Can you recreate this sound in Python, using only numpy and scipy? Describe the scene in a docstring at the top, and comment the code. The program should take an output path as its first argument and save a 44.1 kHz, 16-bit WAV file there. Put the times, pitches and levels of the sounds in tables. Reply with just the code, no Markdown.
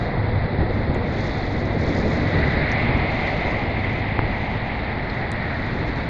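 """A walk beside a wet road in heavy rain, heard from a camera whose wet microphone port rings near
2 and 4 kHz and muffles the treble. From the start wind buffets the port and an engine hums and whines.
At 2.4 s a car draws level, its tyres throwing spray, and recedes. Near 4 s a second engine swells
and one big drop plops on the casing; small ones tick beside the port now and then. Towards the end
another car's hiss approaches through the patter."""
import sys
import numpy as np
from scipy import signal
from scipy.fft import rfft, irfft, next_fast_len
from scipy.io import wavfile
from scipy.ndimage import uniform_filter1d, map_coordinates

SR = 44100
rng = np.random.default_rng(int(sys.argv[2]) if len(sys.argv) > 2 else 0)


def generate_wav(sig):
    """Save sig (samples, or channels by samples) to the path in sys.argv[1] as 16-bit PCM at SR."""
    pcm = np.round(np.clip(np.atleast_2d(sig).T, -1, 1) * 32767).astype(np.int16)
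    wavfile.write(sys.argv[1], SR, pcm)


N = 268569


# The breeze at the microphone. Each row: time in seconds, strength in dB.
BREEZE_STRENGTH = [(0, -0.5), (1.1, 1.5), (1.38, 0), (2.05, 6.5), (2.7, -0.2), (3.7, 0), (4.4, -3.5),
                   (5.3, -3), (6.09, -6.5)]
# Gusts on the port. Each row: peak time and half length in seconds, buffet lift and rush lift in dB.
PORT_GUSTS = [(0.184, 0.045, 4.5, -0.5), (0.37, 0.075, 5.5, -2.5), (0.617, 0.036, 4.5, 4),
              (0.773, 0.043, 2.5, 1.5), (0.9, 0.011, 9, 3.5), (0.97, 0.018, 2, 3), (1.19, 0.027, 0.5, 1.5),
              (1.75, 0.08, 2, -0.5), (2.404, 0.076, 4, 2), (2.591, 0.024, 5, 4), (2.72, 0.028, 2.5, 1.5),
              (2.927, 0.079, 6, 4.5), (3.51, 0.024, 2, 4), (4.253, 0.053, 3.5, 3.5), (4.563, 0.02, 2, 3),
              (5.863, 0.17, 3, 5)]
# Low buffeting and the rush of air above it. Each row: frequency in Hz, relative level in dB.
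BUFFET_SPECTRUM = [(15, -7.5), (30, -2.5), (55, 0), (95, 2), (150, -1.5), (200, -11), (320, -25),
                   (700, -84.5), (3000, -120)]
RUSH_SPECTRUM = [(90, -28.5), (170, -4), (240, 1), (340, -3.5), (480, -6), (650, -8.5), (1100, -27),
                 (3000, -78), (7000, -100)]

def wind(eddy_db=2.0, churn_s=0.063):
    """Right on the microphone: gusts ride on the breeze, eddies buffet the port and shake the rush."""
    breeze_db, = curves(BREEZE_STRENGTH)
    buffet_db = -26.5 + 0.45 * breeze_db
    rush_db = -29 + breeze_db
    for s, half, buffet_lift, rush_lift in PORT_GUSTS:
        gust = np.exp(-.5 * (since(s) / half) ** 2)
        buffet_db += buffet_lift * gust
        rush_db += rush_lift * gust
    eddies = amp(eddy_db * wobble(30))
    buffet = steadied(eddies * noise(BUFFET_SPECTRUM), churn_s)
    rush = steadied(eddies * noise(RUSH_SPECTRUM), churn_s)
    return amp(buffet_db) * buffet + amp(rush_db) * rush


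# Blows of air on the port. Each row: start in seconds, peak in dB, final pitch in Hz.
HARD_EDDIES = [(0.586, -12.5, 55), (0.609, -15, 59), (0.878, -19, 74.6), (0.967, -12.5, 71),
               (2.38, -15, 107), (2.429, -15, 45), (2.575, -17, 80), (3.486, -18, 44.7), (4.551, -15, 59.3)]

def wind_thumps(rise_s=0.0052, fall_s=0.0062, start_ratio=2.7):
    """The hardest eddies hit the port as single soft blows that sink in pitch."""
    track, t = np.zeros(N), np.arange(SR // 10) / SR
    for s, db, final_hz in HARD_EDDIES:
        hz = final_hz * (1 + (start_ratio - 1) * np.exp(-t / fall_s))
        add(track, s, amp(db) * bump(t, rise_s) * np.sin(phase_of(hz)))
    return track


# Cars going by on the wet road. Each row: loudest moment, approach and retreat in seconds, hiss in dB.
HISS_PASSES = [(2.358, 0.067, 0.85, -27), (3.95, 0.1, 0.3, -38.5), (5.4, 0.48, 0.53, -37)]
# Their spray from the roadside. 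Each row: frequency in Hz, relative level in dB.
SPRAY_SPECTRUM = [(700, -28.5), (1200, -7), (1550, -5), (1800, -2.5), (1950, 0.94), (2130, -0.5),
                  (2290, -5), (2550, -12), (2950, -18.5), (3600, -19), (4500, -34), (5400, -39),
                  (6300, -54.5), (7500, -79)]
# Its brightest band, low from an oncoming car and high from behind one.
# Each row: time in seconds, centre in Hz, lift in dB.
SPRAY_BAND = [(0, 1505, 3.5), (1.6, 1610, 0.5), (1.95, 1930, 5.5), (2.36, 2100, 1), (2.58, 1850, 5),
              (2.8, 2640, 10), (4.7, 2900, 7), (5.05, 2500, 1.5), (5.35, 1640, 1), (6.09, 1550, -0.5)]
# Its narrow crest, climbing as a car goes by, then sinking.
# Each row: time in seconds, centre in Hz, lift in dB.
HISS_CREST = [(0, 2000, 3), (2.2, 2000, 0.5), (2.38, 1960, 5.5), (2.65, 2010, 1), (2.95, 2110, 3),
              (3.901, 2060, 5), (4.8, 1930, -0.5), (5.5, 1830, 4.5), (6.09, 1970, -1)]

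def tyre_spray(far_db=-36, flutter_db=0.69):
    """Tyres throw water off the road; each car's hiss swells out of the distance and changes colour."""
    spray = swept(noise(SPRAY_SPECTRUM), SPRAY_BAND, width_octaves=0.46)
    spray = swept(spray, HISS_CREST, width_octaves=0.045)
    flutter = amp(flutter_db * wobble(30))
    return traffic(HISS_PASSES, far_db) * flutter * spray


# Tread going by. Each row: loudest moment, approach and retreat in seconds, level in dB.
TREAD_PASSES = [(0.08, 0.2, 0.25, -34.5), (2.919, 0.22, 0.33, -29.5), (3.52, 0.23, 0.14, -33.5),
                (4.6, 0.39, 0.6, -39)]
# Its roar from the roadside. Each row: frequency in Hz, relative level in dB.
TREAD_SPECTRUM = [(200, -10), (450, -5.5), (620, 2.5), (780, 4), (1000, -0.5), (1300, -6), (1800, -16),
                  (3000, -73.5), (7000, -91)]
# The roar's strongest band. Each row: time in seconds, centre in Hz, lift in dB.
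TREAD_BAND = [(0, 620, 2.5), (1.4, 630, 3.5), (2.05, 504, 0), (2.6, 634, 2), (3.3, 694, 5.5),
              (4.601, 818, 4.5), (5.3, 690, 3), (6.09, 604, 3.5)]

def tread_roar(far_db=-34.5):
    """Tread roars on the asphalt, near cars rising above the distant traffic."""
    roar = swept(noise(TREAD_SPECTRUM), TREAD_BAND, width_octaves=0.31)
    return traffic(TREAD_PASSES, far_db) * roar


# Engines out on the road. Each row: loudest moment, rise and fade in seconds, level in dB, # firing rate at the
# loudest moment in Hz, octave level against the firing note in dB.
ENGINE_NOTES = [(.5, 0.86, 1, -31.5, 105, -17.5), (3.947, 0.19, 0.54, -27.5, 103.9, -10)]

def engine_hum(waver_db=2.1, sag_hz_per_s=2, octave_lag_s=0.98):
    """Low, unsteady firing notes sink as they go by; each one's octave swells later."""
    drift = 1 + .004 * wobble(8)
    hum = np.zeros(N)
    for s, rise, fade, db, firing_hz, octave_db in ENGINE_NOTES:
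        phase = phase_of((firing_hz - sag_hz_per_s * since(s * 1.0)) * drift)
        firing = swell(s, rise, fade) * unit(np.sin(phase))
        octave = amp(octave_db) * swell(s + octave_lag_s, octave_lag_s, fade) * unit(np.sin(2 * phase))
        hum += amp(db + waver_db * wobble(6.2)) * (firing + octave)
    return hum


# The first engine's whine. Each row: frequency in Hz, relative level in dB.
WHINE_SPECTRUM = [(440, -39), (480, -4.5), (494, -5), (508, -3), (550, -38.5), (900, -100)]

def engine_whine(db=-36):
    """A faint, rough whine near 500 Hz comes off the road with the first engine."""
    return amp(db) * swell(0.3, rise_s=0.24, fade_s=0.9) * noise(WHINE_SPECTRUM)


# The body of the nearest car. Each row: frequency in Hz, relative level in dB.
RUMBLE_SPECTRUM = [(60, -51), (120, -10), (145, -1.5), (175, -4.5), (205, -25), (600, -100)]

def car_rumble(db=-29.5):
    """The nearest car rumbles as it draws level with the microphone."""
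    rumble = steadied(noise(RUMBLE_SPECTRUM), span_s=0.11)
    return amp(db) * swell(2.3, rise_s=0.41, fade_s=0.8) * rumble


# A big drop on the camera itself. Each row: start in seconds, peak in dB,
# first and last pitch in Hz, glide and rise in seconds.
CASING_DROPS = [(4.1909, -8.5, 3330, 380, 0.00081, 0.0011)]

def casing_plop(shove_db=-9.5, shove_delay_s=0.0012, shove_rise_s=0.00081):
    """A big drop lands on the casing with a falling plop and shoves it as it flattens."""
    track, t = np.zeros(N), np.arange(SR // 20) / SR
    for s, db, first_hz, last_hz, glide, rise in CASING_DROPS:
        hz = last_hz + (first_hz - last_hz) * np.exp(-t / glide)
        add(track, s, amp(db) * bump(t, rise) * np.sin(phase_of(hz)))
        add(track, s + shove_delay_s, amp(shove_db) * bump(t, shove_rise_s))
    return track


# Small drops just beside the port. Each row: start in seconds, tick peak in dB, pitch in Hz,
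# rise in seconds, splash level in dB.
PORT_DROPS = [(0.945, -44, 6750, 0.00055, -54), (1.951, -39, 4620, 0.0008, -53),
              (2.716, -34, 5500, 0.00074, -39), (3.3054, -37, 4430, 0.0008, -46),
              (5.0985, -30, 4180, 0.0016, -40), (5.3173, -24.5, 7560, 0.00012, -54)]

def port_ticks(port_hz=4400, port_rise_s=0.0003, port_db=-5.5, splash_t60=0.044, splash_octaves=0.29):
    """Each small drop ticks, rings the microphone port briefly and scatters droplets."""
    track, t = np.zeros(N), np.arange(SR // 20) / SR
    octaves = np.log2(np.fft.rfftfreq(len(t), 1 / SR) + 1)
    for s, db, hz, rise, splash_db in PORT_DROPS:
        band = np.exp(-.5 * ((octaves - np.log2(hz)) / splash_octaves) ** 4)
        droplets = unit(irfft(rfft(rng.standard_normal(len(t))) * band, len(t)))
        splash = amp(splash_db - 60 * t / splash_t60) * (1 - np.exp(-t / rise)) * droplets
        tick = bump(t, rise) * np.sin(2 * np.pi * hz * t)
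        ring = amp(port_db) * bump(t, port_rise_s) * np.sin(2 * np.pi * port_hz * t)
        add(track, s, amp(db) * (tick + ring) + splash)
    return track


# Flurries close by. Each row: loudest moment, rise and fade in seconds, patter and fine splashes in dB.
RAIN_FLURRIES = [(0.02, 0.092, 0.091, -48, -62.5), (0.74, 0.018, 0.1, -58, -64.5),
                 (1.261, 0.12, 0.48, -40, -52.5), (1.88, 0.057, 0.45, -42, -50.5),
                 (2.14, 0.059, 0.23, -48, -55.5), (2.549, 0.4, 1, -39, -67.5),
                 (3.321, 0.18, 0.33, -42, -56), (3.98, 0.067, 0.079, -48.5, -58),
                 (4.33, 0.06, 0.6, -54, -63.5), (5.15, 0.09, 0.22, -52.5, -65.5),
                 (5.65, 0.12, 1, -47.5, -63)]
# Patter and fine splashes through the wet port. Each row: frequency in Hz, relative level in dB.
PATTER_SPECTRUM = [(1000, -14.5), (2000, 11.5), (2900, -14), (3400, 3), (3850, 5.5), (4400, 1.5),
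                   (5000, -9), (5600, -30), (6500, -49.5), (7500, -63), (9000, -79.5)]
FINE_SPLASH_SPECTRUM = [(3500, -24.5), (4800, 21), (5700, 13.5), (6500, 12.5), (7300, 4.5), (8200, -14),
                        (9200, -19), (10500, -64)]

def rain(steady_patter_db=-44.5, steady_fine_db=-86):
    """Near drops patter over the wash of countless far ones; flurries swell it and add fine splashes."""
    patter_gain, fine_gain = amp(steady_patter_db), amp(steady_fine_db)
    for s, rise, fade, patter_db, fine_db in RAIN_FLURRIES:
        flurry = swell(s, rise, fade)
        patter_gain = np.hypot(patter_gain, amp(patter_db) * flurry)
        fine_gain = np.hypot(fine_gain, amp(fine_db) * flurry)
    near = drops(per_s=990, spread_db=2.5, spectrum=PATTER_SPECTRUM)
    fine = drops(per_s=1100, spread_db=3.5, spectrum=FINE_SPLASH_SPECTRUM)
    clumps = amp(2 * wobble(30))
    far = noise(PATTER_SPECTRUM)
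    patter = unit(far + amp(-4) * near) + amp(-11.5) * splats()
    return patter_gain * patter + fine_gain * clumps * fine


def splats(per_s=70, centre_hz=4200, scatter_octaves=0.3, rise_s=0.0007, spread_db=3.5):
    """Single drops land close by, each with its own pitch and size, heard through the wet port; rms 1."""
    track, t = np.zeros(N), np.arange(SR // 50) / SR
    for when, size, pitch in rng.random((round(per_s * N / SR), 3)):
        db = spread_db * min(-np.log(1 - size), 2)
        hz = centre_hz * 2 ** (scatter_octaves * (2 * pitch - 1))
        add(track, when * N / SR, amp(db) * bump(t, rise_s) * np.sin(2 * np.pi * hz * t))
    return coloured(track, PATTER_SPECTRUM)


def drops(per_s, spread_db, spectrum):
    """Impacts at random moments, many small and a few large, at rms 1."""
    falls = rng.random(N) < per_s / SR
    sizes = amp(spread_db * np.minimum(rng.exponential(size=N), 3.5)) * rng.choice([-1, 1], N)
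    return coloured(falls * sizes, spectrum)


def traffic(passes, far_db):
    """The road's gain: each car falls off as one over its distance and adds in power to far traffic."""
    gain = amp(far_db)
    for s, approach, retreat, db in passes:
        t = since(s)
        distance = np.hypot(1, t / np.where(t < 0, approach, retreat))
        gain = np.hypot(gain, amp(db) / distance)
    return gain


def swept(x, rows, width_octaves):
    """x with a moving band lifted; the loudness stays steady."""
    hz, t, spectra = signal.stft(x, SR, nperseg=1024)
    centre_hz, lift_db = [np.interp(t, since(0), c) for c in curves(rows)]
    band = np.exp(-.5 * (np.log2((hz[:, None] + 1) / centre_hz) / width_octaves) ** 2)
    lifted = signal.istft(spectra * amp(lift_db * band), SR, nperseg=1024)[1][:N]
    return steadied(lifted, span_s=0.6)


def amp(db):
    """Decibels to gain."""
    return 10 ** (np.asarray(db) / 20)


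def unit(x):
    """x at rms 1."""
    return x / np.sqrt(np.mean(x ** 2) + 1e-20)


def steadied(x, span_s):
    """x held near rms 1 over every span."""
    size = round(span_s * SR)
    power = uniform_filter1d(uniform_filter1d(x ** 2, size), size)
    return x / np.sqrt(np.abs(power))


def since(s):
    """Seconds since time s, at every sample."""
    return np.arange(N) / SR - s


def phase_of(hz):
    """The running phase of a changing pitch."""
    return 2 * np.pi * np.cumsum(hz) / SR


def swell(s, rise_s, fade_s):
    """A gain that rises smoothly to 1 at time s and dies away."""
    t = since(s)
    return np.exp(-.5 * (np.minimum(t, 0) / rise_s) ** 2 - np.maximum(t, 0) / fade_s)


def bump(t, rise):
    """A soft-edged pulse that reaches 1 after rise seconds."""
    return (t / rise * np.exp(1 - t / rise)) ** 2


def curves(rows):
    """Each column after the time, at every sample."""
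    s, *cols = np.transpose(rows)
    return [np.interp(since(0), s, c) for c in cols]


def wobble(rate):
    """A smooth random curve, rate knots a second."""
    return map_coordinates(rng.standard_normal(int(N * rate / SR) + 4), [np.arange(N) * rate / SR])


def filtered(x, response):
    """x times a response of frequency."""
    size = next_fast_len(N + SR // 2)
    return irfft(rfft(x, size) * response(np.fft.rfftfreq(size, 1 / SR)), size)[:N]


def coloured(x, spectrum):
    """x shaped by (Hz, dB) points joined on a log axis, at rms 1."""
    points_hz, db = np.transpose(spectrum)
    return unit(filtered(x, lambda hz: amp(np.interp(np.log(hz + 1), np.log(points_hz + 1), db))))


def noise(spectrum):
    """Fresh noise of rms 1 with the given spectrum."""
    return coloured(rng.standard_normal(N), spectrum)


def add(track, s, sound):
    """Mix a sound into the track at time s."""
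    part = track[round(s * SR):][:len(sound)]
    part += sound[:len(part)]


def scene():
    """Wind, road and rain meet at one microphone at the roadside."""
    air = wind() + wind_thumps()
    road = engine_hum() + engine_whine() + car_rumble() + tread_roar() + tyre_spray()
    water = rain() + casing_plop() + port_ticks()
    return (air + road + water)[None]


def record(dry):
    """The camera keeps nothing above its band limit."""
    top_hz = 11000
    return filtered(dry[0], lambda hz: 1 / np.hypot(1, (hz / top_hz) ** 40))[None]


dry = scene()
out = record(dry)
generate_wav(out)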